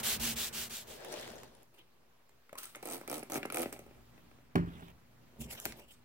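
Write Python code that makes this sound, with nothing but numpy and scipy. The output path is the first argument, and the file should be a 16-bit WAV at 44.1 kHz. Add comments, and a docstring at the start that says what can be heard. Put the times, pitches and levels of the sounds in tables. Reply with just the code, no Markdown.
"""Sandpaper strokes on a steel axe head fade away first, then something slides over the bench. A trigger
bottle puffs and sprays in four full squeezes, its piston creaking, and is set down with a knock; a hand
picks up sandpaper. Mains hum and room hiss lie underneath. Rubbing and flow are filtered grainy noise;
the struck shelf and brief ringing in the pump are decaying sines; slips and clicks are pulses and noise
bursts shaped by resonances."""
import sys
import numpy as np
from scipy import signal
from scipy.fft import rfft, irfft, next_fast_len
from scipy.io import wavfile
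from scipy.ndimage import uniform_filter1d, map_coordinates

SR = 44100
rng = np.random.default_rng(int(sys.argv[2]) if len(sys.argv) > 2 else 0)


def voltage_ratio(decibels):
    """Convert decibels (scalar or array-like) to amplitude ratios, 20 dB per decade."""
    exponent = np.asarray(decibels, float) / 20
    return 10 ** exponent


def output_pcm(signal):
    """Save a mono or channel-first signal as 16-bit PCM at the path in sys.argv[1].

    Samples are clipped to [-1, 1] before scaling.
    """
    pcm = np.clip(np.atleast_2d(signal).T, -1, 1) * 32767
    wavfile.write(sys.argv[1], SR, np.round(pcm).astype(np.int16))


N = 266364  # samples

# Full squeezes of the trigger. Each row: first piston slip and last slip in seconds, first gap and
# settled gap in milliseconds, settling ratio from gap to gap.
SQUEEZES = [(2.827, 2.985, 28, 11.2, .39), (3.077, 3.197, 21, 12.9, .38), (3.299, 3.385, 21, 6.8, .43),
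            (3.523, 3.636, 22, 11.9, .15)]
# Resonances of the bottle. Each row: centre in Hz, width in Hz, relative level in dB.
BOTTLE = [(138, 48, -17), (247, 50, -5.5), (392, 94, -4), (574, 58, -2.5), (780, 115, -5.5),
          (1306, 108, -9.5), (2260, 414, -13.5)]
# Resonances of the nozzle. Each row: centre in Hz, width in Hz, relative level in dB.
NOZZLE = [(6310, 840, -1.5), (8430, 240, 5.5), (10440, 670, 1.5), (14300, 2200, -5.5)]
# Colour of low rubbing. Each row: frequency in Hz, relative density in dB per Hz.
RUB_LOW = [(150, -44), (250, -11), (330, -1.5), (500, 0.5), (590, 1.5), (670, -2), (950, -5.5), (1500, -26),
           (2200, -32)]
# Coherence of close sources. Each row: frequency in Hz, left-right likeness from 0 to 1.
ALIKE = [(60, 0.86), (250, 0.89), (700, 0.73), (1400, 0.79), (3100, 0.5), (7000, 0.11), (12000, 0.08)]
# Coherence of the room and the wide slide. Each row: frequency in Hz, left-right likeness from 0 to 1.
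DIFFUSE = [(60, 0.83), (200, 0.46), (1000, 0.11), (3000, 0.24)]
TOP_HZ = 15850  # band limit
RUB_RISE, RUB_FALL = 113, 184  # dB per s
SHELF_LAG_S = 0.000318  # extra delay of the shelf at the left


def sanding():
    """Abrasive friction: many grit contacts make broad noise that excites the steel and the bench."""
    # Each row: stroke start and end in seconds, scrape resonance in Hz, relative bench shake in dB.
    strokes = [(-.12, 0.018, 1990, -45), (0.03, 0.18, 4020, -70), (0.197, 0.351, 2720, -40.5),
               (0.358, 0.505, 3730, -61), (0.527, 0.69, 2950, -44), (0.696, 0.848, 3460, -64),
               (0.871, 1.016, 3100, -39.5)]
    # Grit noise. Each row: frequency in Hz, relative density in dB per Hz.
    grit_colour = [(190, -34), (401, -7), (519, -17), (572, -7), (960, -10.5), (2980, -0.5), (5090, -2.5),
                   (8400, -0.5), (9260, -4), (15800, -3)]
    # Axe head resonances. 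Each row: centre in Hz, width in Hz, relative level in dB.
    steel = [(1530, 120, 12.5), (8440, 64, 15)]
    bite, bite_s = 0.2, 0.00042  # share of the scrape at first contact, its rise in s
    swell, slowing = 2.43, 0.98  # gain with hand speed, bend of the slow-down
    push_bend, pull_bend = 0.91, 0.87  # how late full speed comes, going away and coming back
    t = np.arange(N) / SR
    scrape = 0
    shake = voltage_ratio(-53.5)  # the bench never rests while sanding
    grit = grains(grit_colour, rough_db=1.5, patchy_db=1.0)
    body = grit + voltage_ratio(-22.0) * unit(filtered(grit, modes(steel)))
    for n, (start, end, hz, shake_db) in enumerate(strokes):
        u = np.clip((t - start) / (end - start), 0, 1)
        bend = pull_bend if n % 2 else push_bend
        # the paper bites at once, then follows the speed of the hand
        speed = (bite + swell * u ** bend) * (1 - u) ** slowing
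        speed = speed * np.clip((t - start) / bite_s, 0, 1)
        band = unit(filtered(grit, modes([(hz, 500, 0)])))
        scrape = scrape + voltage_ratio(-31) * speed * (body + voltage_ratio(-17.0) * band)
        most = start + 0.38 * (end - start)  # moment of strongest shaking
        shake = shake + voltage_ratio(shake_db) * gesture(most, most, rise=112, fall=130)
    fade = np.clip(1 - t / 1.023, 0, 1)  # linear, silent after 1.023 s
    return fade * (scrape * voltage_ratio(0.5 * wobble(70.8)) + shake * shaking())


def spray():
    """Stick-slip flow: each slip spits at the nozzle and thumps the bottle twice; flow surges after it."""
    # Moving liquid. Each row: times in seconds from which the rise and the fall are reckoned (they may
    # cross), relative jet hiss in dB, relative gurgle in dB, dB gained while it flows.
    flows = [(2.582, 2.57, -42, -50, 19), (2.632, 2.67, -55.5, -85, -2), (2.751, 2.75, -92, -45, -5),
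             (2.828, 2.953, -50, -44.5, -1.5), (3.077, 3.167, -49, -42, -0.5),
             (3.3, 3.364, -49.5, -41, -3.5), (3.524, 3.631, -47.5, -39, -1.5), (3.728, 3.671, -42, -33, -6),
             (3.799, 4.01, -80.5, -63, 2)]
    # Jet noise. Each row: frequency in Hz, relative density in dB per Hz.
    jet_colour = [(590, -21), (1000, -9.5), (1900, -11), (2600, -7), (4650, -9), (7600, -12.5), (8500, -2),
                  (9400, -11), (11500, -5.5), (14200, -10), (15800, -7.5)]
    # Spray cone of each squeeze. Each row: spit peak in Hz, its relative level in dB, jet peak in Hz,
    # its relative level in dB.
    cones = [(11500, -4, 8300, -4.5), (9000, 1.5, 8200, -7), (11100, -4, 13000, -5.5),
             (10750, 1, 16000, -14)]
    flow_rise, jet_fall, gurgle_fall = 4300, 228, 196  # dB per s
    cone_width_hz, build_s = 510, 0.044  # peak width, time scale of the jet's build-up
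    t = np.arange(N) / SR
    hiss_gain = sum(voltage_ratio(db) * gesture(a, b, flow_rise, jet_fall, up) for a, b, db, _, up in flows)
    gurgle_gain = sum(voltage_ratio(db) * gesture(a, b, flow_rise, gurgle_fall, up) for a, b, _, db, up in flows)

    at = slips()
    index = np.round(at * SR).astype(int)
    jet_db, gurgle_db = 20 * np.log10(np.array([hiss_gain, gurgle_gain])[:, index])
    spit_scatter, thump_scatter, swing_scatter = 1.5 * rng.standard_normal((len(at), 3)).T  # dB

    white = grains([(2000, -14), (6000, 0), (15800, 0)], rough_db=0)
    nozzle = unit(filtered(white, modes(NOZZLE)))
    jet = grains(jet_colour, rough_db=2.5, patchy_db=1.5)

    def peak(hz, db):
        return voltage_ratio(db) * unit(filtered(white, modes([(hz, cone_width_hz, 0)])))

    build = np.ones(N)
    for (first, last, *_), (spit_hz, spit_db, jet_hz, peak_db) in zip(SQUEEZES, cones):
        during = (t > first - .008) & (t < last + .04)
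        nozzle = nozzle + during * peak(spit_hz, spit_db)
        jet = jet + during * peak(jet_hz, peak_db)[::-1]  # sides swapped
        build[during] = np.clip(0.47 + (t[during] - first) / build_s, 0, 1)
    build_db = 20 * np.log10(build[index])

    spit = bursts(at, jet_db + 12 + spit_scatter, t60=.0035, rise_s=0.001) * nozzle
    thump_db = gurgle_db + 9 + 0.22 * build_db
    push = thumps(at, thump_db + 8.0 + thump_scatter)
    # the liquid column swings back and thumps again
    swing_back = thumps(at + 0.00506, thump_db + 13.5 + swing_scatter, t60=0.0035)
    thump = placed(push - swing_back + groans(), wet_db=-6.5)

    squeezing = sum((t > first - .008) & (t < last) for first, last, *_ in SQUEEZES)
    surge = np.where(squeezing, 0.2 + 1.31 * bursts(at, 0 * at, t60=0.067), 1)
    liquid = grains([(110, -30.0), (170, -2), (3000, -2.5)], rough_db=5.0, patchy_db=1.5)
    gurgle = voltage_ratio(-7.5) * gurgle_gain * unit(filtered(liquid, modes(BOTTLE)))
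    hiss = voltage_ratio(-2.0 + 1.55 * wobble(70)) * build * hiss_gain * jet
    return surge * (hiss + gurgle) + spit + thump


def slips():
    """Stick-slip timing: the gaps between piston slips relax geometrically to a settled length."""
    times = []
    for first, last, gap_ms, settled_ms, ratio in SQUEEZES:
        gaps_ms = settled_ms + (gap_ms - settled_ms) * ratio ** np.arange(14)
        at = first + np.append(0, np.cumsum(gaps_ms)) / 1000
        times += list(at[at < last])
    return np.array(times)


def groans():
    """Periodic stick-slip: under steady pressure slips come fast and evenly, a hum at their rate."""
    # Each row: start and end in seconds, slips per second, relative level in dB.
    chatter = [(2.912, 2.938, 345, -27.5), (3.564, 3.62, 248, -24)]
    out = 0
    for start, end, rate, db in chatter:
        at = np.arange(start, end, 1 / rate)
        jitter_s = 0.0001 * rng.standard_normal(len(at))
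        out = out + thumps(at + jitter_s, db + rng.standard_normal(len(at)))
    return out


def thumps(times, db, t60=0.0069):
    """Forced resonance: short pushes ring the bottle wall, and the small bottle gives no deep bass."""
    return filtered(bursts(times, db, t60), lambda f: modes(BOTTLE)(f) * above(110)(f))


def pump_rings():
    """Free decay: air pockets, and the first slips of two squeezes, ring as short decaying sines."""
    # Each row: start in seconds, pitch in Hz, relative level in dB.
    rings = [(2.5288, 596, -37.5), (2.5548, 1046, -42), (2.587, 1310, -45), (2.654, 1340, -48.5),
             (3.034, 1020, -49), (2.828, 2320, -48.5), (2.856, 2400, -53), (3.078, 2360, -45),
             (3.099, 2330, -47)]
    t, out = np.arange(SR // 10) / SR, np.zeros(N)
    for s, hz, db in rings:
        out[round(s * SR):][:len(t)] += voltage_ratio(db - 60 * t / 0.028) * np.sin(2 * np.pi * hz * t)
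    return placed(out, wet_db=-3.5)


def clicks_puffs_and_sloshes():
    """Resonance of short bursts: trigger and valve clicks, small bright puffs of hiss, faint slosh ticks."""
    # Each row: start in seconds, relative mid tick in dB, then low thump and bright burst in dB
    # relative to the tick.
    small_sounds = [(2.4939, -52.5, -7, -16), (2.5291, -47, -19, -5), (2.5538, -49.5, -11, -5),
                    (2.5761, -49, -11, -2), (2.587, -58, 2, 18), (2.632, -61.5, -25, 22),
                    (2.6549, -54.5, -27, 13), (2.7493, -40.5, -33, -18), (2.7572, -56.5, -2, 10.5),
                    (2.7655, -50.5, 3.5, -6), (3.0119, -44, 3.5, -9), (3.3559, -32.5, 3, -33),
                    (3.3755, -44.5, 14.5, -22.5), (3.4301, -34.5, -4, -17), (3.5014, -38.5, -3, -8),
                    (3.544, -40, -12, -17), (3.571, -34, -13, -25), (3.6299, -37, -9, -29),
                    (3.6575, -38.5, 8.5, -23), (3.7264, -45.5, 3, 7.5), (3.7917, -51.5, 10, 3.5),
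                    (3.8636, -67.5, 19.5, 3), (3.9089, -56.5, 6, -32), (4.178, -54.5, -0.5, -29),
                    (4.3132, -58.5, 2.5, -13), (4.3852, -65.5, 11.5, -28)]
    # The trigger springs home and the valve snaps just after; columns as above.
    returns = [(3.2282, -42.5, 5.8, 1), (3.4524, -36.5, 6.5, -3)]
    plastic = BOTTLE[5:]
    out = taps(small_sounds, plastic, NOZZLE, t60_mid=0.028, t60_high=0.015)
    return out + taps(returns, plastic, NOZZLE, t60_mid=0.025, t60_high=0.0079, late_s=0.0045)


def knock():
    """Modal impact: the landing bottle rings a wooden shelf over a blurred boom, with a noisy crack."""
    # The bottle lands, rebounds and settles. Each row: start in seconds, relative level in dB.
    landings = [(4.554, -14.5), (4.5765, -29), (4.822, -40.5)]
    # Shelf modes. Each row: frequency in Hz, relative level in dB, time to fall 60 dB in seconds.
    shelf = [(76.8, 2, 0.28), (170.8, 1.5, 0.38), (246, 9.5, 0.078), (295.6, -6, 0.26), (380.3, 2, 0.2),
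             (574, -9, 0.1)]
    # Crack noise. Each row: frequency in Hz, relative gain in dB.
    crack_colour = [(250, -30), (600, 7), (1400, 11), (2600, -3), (3600, -11.5), (6000, -22),
                    (15800, -25.5)]
    boom_colour = [(40, -24), (60, 10), (200, 3.0), (450, -11), (700, -69.0)]  # (Hz, dB)
    late_s = 0.0023  # the base slaps flat just after the first push on the shelf
    t, out = np.arange(SR // 2) / SR, np.zeros(N)

    def noise(spectrum):
        return unit(filtered(rng.standard_normal(N), lambda hz: voltage_ratio(along(spectrum, hz))))[:len(t)]

    for s, db in landings:
        ring = sum(voltage_ratio(level - 60 * t / t60) * np.sin(2 * np.pi * hz * t) for hz, level, t60 in shelf)
        boom = voltage_ratio(-2.5 - 60 * t / 0.5) * noise(boom_colour)
        crack = (voltage_ratio(3.0 - 60 * t / 0.031) + voltage_ratio(-17.5 - 60 * t / 0.46)) * noise(crack_colour)
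        crack = np.roll(crack, round(late_s * SR)) * (t > late_s)
        push = (ring + boom) * (1 - np.exp(-t / 0.0011))
        out[round(s * SR):][:len(t)] += voltage_ratio(db - 13.0) * (crack - push)
    return aside(placed(out, wet_db=-12.5, near_db=-2.0), SHELF_LAG_S, shade_db=2.0)


def drag():
    """Sliding friction: the bottle's base rubs the shelf, off to the right, and stops."""
    # Each row: time in seconds, relative level in dB.
    rub = [(4.66, -65), (4.72, -61.5), (4.78, -58.5), (4.905, -60), (4.918, -69)]
    # Each row: frequency in Hz, relative density in dB per Hz.
    rub_colour = [(300, 0), (800, 4.5), (1500, -2), (2500, -5.5), (3700, -3), (4300, -15), (9000, -18),
                  (15800, -16)]
    [gain] = levels(rub)
    to_right = voltage_ratio(np.array([[-1.5], [1.5]]))
    return aside(gain * grains(rub_colour, rough_db=3.5, patchy_db=3.5) * to_right, SHELF_LAG_S)


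def slide():
    """Sliding friction: a thing pushed along the bench rubs brighter as it rubs louder, crushing grit."""
    # Each row: time in seconds, relative rub level in dB.
    rub = [(0.8, -86), (0.84, -64), (1.16, -50), (1.33, -55.5), (1.44, -58.5), (1.51, -67), (1.62, -65.5),
           (1.7, -94)]
    # Treble rub. Each row: frequency in Hz, relative density in dB per Hz.
    high_colour = [(710, -40), (1200, -4.5), (1790, 0.5), (2150, -4.5), (3450, -2), (8450, -14),
                   (15800, -22)]
    # Hollow sound at full speed: start and end in seconds, centre in Hz, width in Hz, relative level in dB.
    start, end, hz, width, db = (1.1, 1.21, 595, 70, -57)
    full = voltage_ratio(-50)  # rub gain at which the treble is 0.5 dB below it
    [push] = levels(rub)
    high = voltage_ratio(-0.5) * full * (push / full) ** 1.44  # 1.44 dB of treble per dB of rub
    low_rub = push * grains(RUB_LOW, 0, patchy_db=3.0, alike=DIFFUSE)
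    high_rub = high * grains(high_colour, rough_db=2.0, patchy_db=2.0, alike=DIFFUSE)
    rubbing = (low_rub + high_rub) * voltage_ratio(np.array([[1.5], [-1.5]]))  # to the left
    cavity = unit(filtered(grains(RUB_LOW, rough_db=-0.5, patchy_db=1.2), modes([(hz, width, 0)])))
    rubbing = rubbing + voltage_ratio(db) * gesture(start, end, RUB_RISE, RUB_FALL) * cavity
    shake = filtered(voltage_ratio(-3.5) * push * shaking(), above(59))
    return shake + aside(voltage_ratio(0.2 * wobble(35.3)) * rubbing + loose_grit(high), -0.00017)


def loose_grit(push):
    """Random fracture: sparse bright cracks of grit at chance moments, scaled by the push."""
    per_s, spread_db = 110, 3.5  # mean rate, size scatter
    chance, size = rng.random((N, 2)).T
    cracks = (chance < per_s / SR) * voltage_ratio(-spread_db * np.log(size + 1e-9)) * push
    puff = signal.fftconvolve(cracks, voltage_ratio(-60 * np.arange(SR // 50) / SR / 0.013))[:N]
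    return puff * grains([(1500, 1.5), (5000, 3), (15800, -6)], rough_db=-3.5)


def picking_up_paper():
    """Friction and bending: the hand bumps and brushes the bench, and the bent sheet resonates."""
    # Each row: start and end in seconds, relative rustle in dB, resonance of the bent paper in Hz,
    # relative low rub in dB, relative high rub in dB.
    moves = [(1.744, 1.79, -77, 9000, -72, -69.5), (5.409, 5.42, -49, 7600, -69.5, -58.5),
             (5.507, 5.538, -50.5, 6260, -59.5, -51), (5.598, 5.66, -59.5, 8700, -86, -65),
             (5.656, 5.705, -63.5, 8200, -60.5, -60), (5.774, 5.8, -64.5, 8000, -64, -70),
             (5.887, 5.931, -67, 8400, -93, -72)]
    # The hand lands on the bench. Each row: time in seconds, relative shake in dB.
    bumps = [(5.402, -43), (5.662, -47)]
    # Paper rustle. Each row: frequency in Hz, relative density in dB per Hz.
    rustle_colour = [(1760, -30), (3000, -9), (4600, -6.5), (7200, -1), (12300, -0.5), (15800, -0.5)]
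    # High brushing. Each row: frequency in Hz, relative density in dB per Hz.
    brush_colour = [(710, -50), (1200, -5.5), (3000, 4), (4840, -6), (6000, -12), (7800, -28)]
    rustle_rise, rustle_fall = 1300, 340  # dB per s
    low = sum(voltage_ratio(db) * gesture(a, b, RUB_RISE, RUB_FALL) for a, b, *_, db, _ in moves)
    high = sum(voltage_ratio(db) * gesture(a, b, rustle_rise, RUB_FALL) for a, b, *_, db in moves)
    brush = low * grains(RUB_LOW, rough_db=-0.5, patchy_db=1.2) + high * grains(brush_colour, rough_db=0.0)
    sheet = grains(rustle_colour, rough_db=2.5, patchy_db=3.5)
    paper = 0
    for a, b, db, hz, *_ in moves:
        bent = sheet + voltage_ratio(-11) * unit(filtered(sheet, modes([(hz, 610, 0)])))
        paper = paper + voltage_ratio(db) * gesture(a, b, rustle_rise, rustle_fall) * bent
    shake = sum(voltage_ratio(db) * gesture(s, s, rise=880, fall=108) for s, db in bumps)
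    return shake * shaking() + aside_paper(voltage_ratio(2.6 * wobble(90)) * (brush + paper))


def paper_and_grit_ticks():
    """Impact excitation: ticks of grit and paper, and the sheet snapping free, excite short resonances."""
    # Each row: start in seconds, relative mid level in dB, then low and treble in dB relative to the mid.
    ticks = [(1.048, -42, -17, -2), (1.1244, -52, -21, 4), (1.4334, -44, -2, -10), (1.6312, -63, -3, 6),
             (2.2929, -57.5, -9, -8), (5.396, -62, 1, -9), (5.412, -55, 4, 13), (5.42, -59, 10, 14),
             (5.6005, -54, -12, 16), (5.723, -40, -15, -24)]
    # The sheet snaps free; columns as for the ticks.
    snaps = [(5.6545, -26, -23, 3), (5.6605, -30.5, -5.5, -8)]
    # Mid resonances. Each row: centre in Hz, width in Hz, relative level in dB.
    mid_modes = [(1310, 870, 20), (2740, 1200, -13)]
    # Treble resonances. Each row: centre in Hz, width in Hz, relative level in dB.
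    high_modes = [(7010, 740, 6.9), (11100, 3700, 1), (14200, 2300, 2.3)]
    small = taps(ticks, mid_modes, high_modes, t60_mid=0.012, t60_high=0.0078)
    return small + aside_paper(taps(snaps, mid_modes, high_modes, t60_mid=0.0071, t60_high=0.0041))


def shaking():
    """Forced resonance: rough low noise drives the bench top under working hands."""
    # Each row: centre in Hz, width in Hz, relative level in dB.
    bench = [(57.7, 12, 1), (138.4, 42, -3.5), (230, 15, 4.5), (404, 42, -4)]
    drive = grains([(30, 6), (55, 6), (500, -6), (900, -30)], rough_db=-1, patchy_db=1.5)
    return unit(filtered(drive, modes(bench)))


def room():
    """Changing background: wavering mains partials with rumble below 330 Hz, and a soft hiss above it."""
    # Each row: time in seconds, relative hum level in dB, relative hiss level in dB.
    background = [(0, -99, -47), (1.4, -54.5, -65.5), (1.75, -67, -70), (2.5, -69.5, -69), (3, -60, -60.5),
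                  (3.8, -56, -65.5), (4.2, -56.5, -65), (4.53, -59.5, -68.5), (5.3, -57.5, -66.5),
                  (6.04, -59.5, -69)]
    # Hum partials. Each row: frequency in Hz, relative level in dB.
    mains = [(60, 3), (120, 3.5), (242, 2), (361, -11)]
    # Room noise. Each row: frequency in Hz, relative density in dB per Hz.
    air_colour = [(26, -39), (45, 0), (70, -4), (87, -11), (129, -5), (238, -13.5), (270, -12.5),
                  (1230, -19), (4750, -28.5), (9000, -34.5), (12500, -33.5), (15800, -31.5)]
    hum_gain, hiss_gain = levels(background)
    t, hum = np.arange(N) / SR, 0
    for hz, db in mains:
        phase = 2 * np.pi * hz * t + 1.17 * wobble(8.7)
        hum = hum + voltage_ratio(db + 1.2 * wobble(21.07)) * np.sin(phase)
    air = grains(air_colour, rough_db=0.5, patchy_db=1.3, alike=DIFFUSE)
    rumble = unit(filtered(air, lambda hz: hz < 330))
    hiss = unit(filtered(air, lambda hz: hz >= 330))
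    return hum_gain * (voltage_ratio(-9.0) * unit(hum) + voltage_ratio(-6.0) * rumble) + hiss_gain * voltage_ratio(-0.5) * hiss


def taps(table, mid, high, t60_mid, t60_high, late_s=0):
    """Resonance of short bursts: a mid tick, a low thump and a bright burst, each dying at its own speed."""
    s, db, low_db, high_db = np.transpose(table)

    def layer(resonances, at, level, t60):
        return unit(filtered(rng.standard_normal(N), modes(resonances))) * bursts(at, level, t60)

    noisy = layer(mid, s, db, t60_mid) + layer(high, s + late_s, db + high_db, t60_high)
    return placed(filtered(noisy, above(260)) - thumps(s, db + low_db + 18), wet_db=-7.5)


def grains(spectrum, rough_db, patchy_db=5.0, alike=ALIKE):
    """Granular noise: tiny uneven contacts, patchy in colour; the mean of the two sides has rms 1."""
    size = voltage_ratio(rough_db * unit(uniform_filter1d(rng.standard_normal(N), size=24)))
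    z = signal.stft(rng.standard_normal((2, N)) * size, nperseg=256)[2]
    field = uniform_filter1d(rng.standard_normal(z.shape[1:]), size=6, axis=0)
    field = uniform_filter1d(field, size=14, axis=1)
    pair = signal.istft(z * voltage_ratio(patchy_db * unit(field)), nperseg=256)[1][:, :N]

    def mid_and_side(hz):
        turn = np.arccos(np.clip(along(alike, hz), -1, 1)) / 2  # likeness as an angle
        return voltage_ratio(along(spectrum, hz)) * (hz < TOP_HZ) * [np.cos(turn), np.sin(turn)]

    mid, side = filtered(pair, mid_and_side)
    return np.array([mid + side, mid - side]) / mid.std()


def bursts(times, db, t60, rise_s=0):
    """Exponential decay: an envelope of short puffs that swell for rise_s and die fast."""
    starts = np.bincount(np.round(np.array(times) * SR).astype(int), voltage_ratio(np.array(db)), N)
    t = np.arange(SR // 10) / SR
    swell = np.clip((t + 1 / SR) / (rise_s + 1 / SR), 0, 1)
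    puff = swell * voltage_ratio(-60 * np.clip(t - rise_s, 0, None) / t60)
    return np.abs(signal.fftconvolve(starts, puff)[:N])


def gesture(start, end, rise, fall, gained_db=0):
    """Exponential growth and decay: rises until start, falls from end (the two may cross); dB per s."""
    t = np.arange(N) / SR
    # the level changes by gained_db between start and end
    short_db = gained_db * np.clip((end - t) / max(end - start, 1e-3), 0, 1) ** 2
    return voltage_ratio(-rise * np.clip(start - t, 0, None) - fall * np.clip(t - end, 0, None) - short_db)


def placed(x, wet_db, near_db=0.0):
    """Reflection: surfaces near a mono sound differ for each ear, then the walls answer."""
    # Each row: frequency in Hz, time for the walls' answer to fall 60 dB in seconds.
    walls = [(100, 0.9), (500, 0.21), (2000, 0.28), (10000, 0.19)]
    t = np.arange(1024) / SR
    near = rng.standard_normal(len(t)) * voltage_ratio(-60 * t / 0.0048)
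    side = signal.fftconvolve(x, near / np.linalg.norm(near))[:N]

    def spread(hz):
        return np.tan(np.arccos(np.clip(along(ALIKE, hz), 0, 1)) / 2) * above(250)(hz)

    side = voltage_ratio(near_db) * filtered(side, spread)
    hz, t, z = signal.stft(rng.standard_normal((2, SR)), SR, nperseg=256)
    tail = signal.istft(z * voltage_ratio(-60 * t / along(walls, hz)[:, None]), SR, nperseg=256)[1]
    tail[:, :round(.006 * SR)] = 0  # the walls answer after 6 ms
    wet = signal.fftconvolve(x[None], tail / np.linalg.norm(tail[0]), axes=1)[:, :N]
    # the deep tail reaches both ears alike
    deep = filtered(wet[0] - wet[1], lambda hz: np.clip(along(ALIKE, hz), 0, 1) ** 2) / 2
    return np.array([x + side, x - side]) + voltage_ratio(wet_db) * (wet - [deep, -deep])


def aside(pair, lag_s, shade_db=0):
    """Interaural delay: the left hears the source lag_s after the right, its treble shaded."""
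    def half_right(hz):
        return 1j * np.pi * hz * lag_s + np.log(voltage_ratio(shade_db / 2)) * hz / (hz + 800)

    return filtered(pair, lambda hz: np.exp(half_right(hz) * np.array([[-1], [1]])))


def aside_paper(pair):
    """Interaural delay of the paper, which reaches the left 0.06 ms later."""
    return aside(pair, 0.00006)


def modes(table):
    """Modal superposition: causal response of (Hz, width in Hz, dB) resonances, alternating in sign."""
    def response(f):
        return sum((-1) ** k * voltage_ratio(db) * 1j * f * w / (c * c - f * f + 1j * f * w)
                   for k, (c, w, db) in enumerate(table))
    return response


def above(corner_hz):
    """High-pass response: causal, second order."""
    return lambda f: (1j * f / (corner_hz + 1j * f)) ** 2


def filtered(x, response):
    """Linear filtering: the spectrum of x times a complex response of frequency."""
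    m = next_fast_len(N + SR // 2)
    return irfft(rfft(x, m) * response(np.fft.rfftfreq(m, 1 / SR)), m)[..., :N]


def wobble(rate):
    """Slow random modulation: a smooth curve through rate random knots a second."""
    knots = rng.standard_normal(int(N * rate / SR) + 4)
    return map_coordinates(knots, [np.arange(N) * rate / SR])


def levels(table):
    """Level contours: a gain per sample for each dB column against time, -120 dB outside the table."""
    s, *columns = np.transpose(table)
    return np.array([voltage_ratio(np.interp(np.arange(N) / SR, s, c, -120, -120)) for c in columns])


def along(points, hz):
    """Logarithmic pitch scale: (Hz, value) points interpolated on a log axis."""
    f, v = np.transpose(points)
    return np.interp(np.log(hz + 1), np.log(f + 1), v)


def unit(x):
    """Power normalisation: x scaled to rms 1."""
    return x / np.sqrt(np.mean(x ** 2) + 1e-20)


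def scene():
    """Superposition of everything at the bench."""
    bottle = aside(spray() + pump_rings() + clicks_puffs_and_sloshes(), 0.00005)
    shelf = knock() + drag()
    paper = picking_up_paper() + paper_and_grit_ticks()
    return aside(sanding(), -0.000038) + bottle + shelf + slide() + paper + room()


def roll_off(x):
    """The treble ends steeply here."""
    return signal.sosfilt(signal.butter(12, 16830, fs=SR, output="sos"), x)


def record(dry):
    """Stereo pickup: the left is a little later and softer; no deep bass, a small constant offset."""
    late = np.array([np.roll(dry[0], 3), dry[1]])  # left later by 3 samples

    def pickup(hz):
        return above(36)(hz) ** 2 * np.where(hz < TOP_HZ, 1, voltage_ratio(-14))

    heard = filtered(late, pickup) * voltage_ratio(np.array([[-.3], [.3]]))
    return roll_off(heard - .0005)


dry = scene()
out = record(dry)
output_pcm(out)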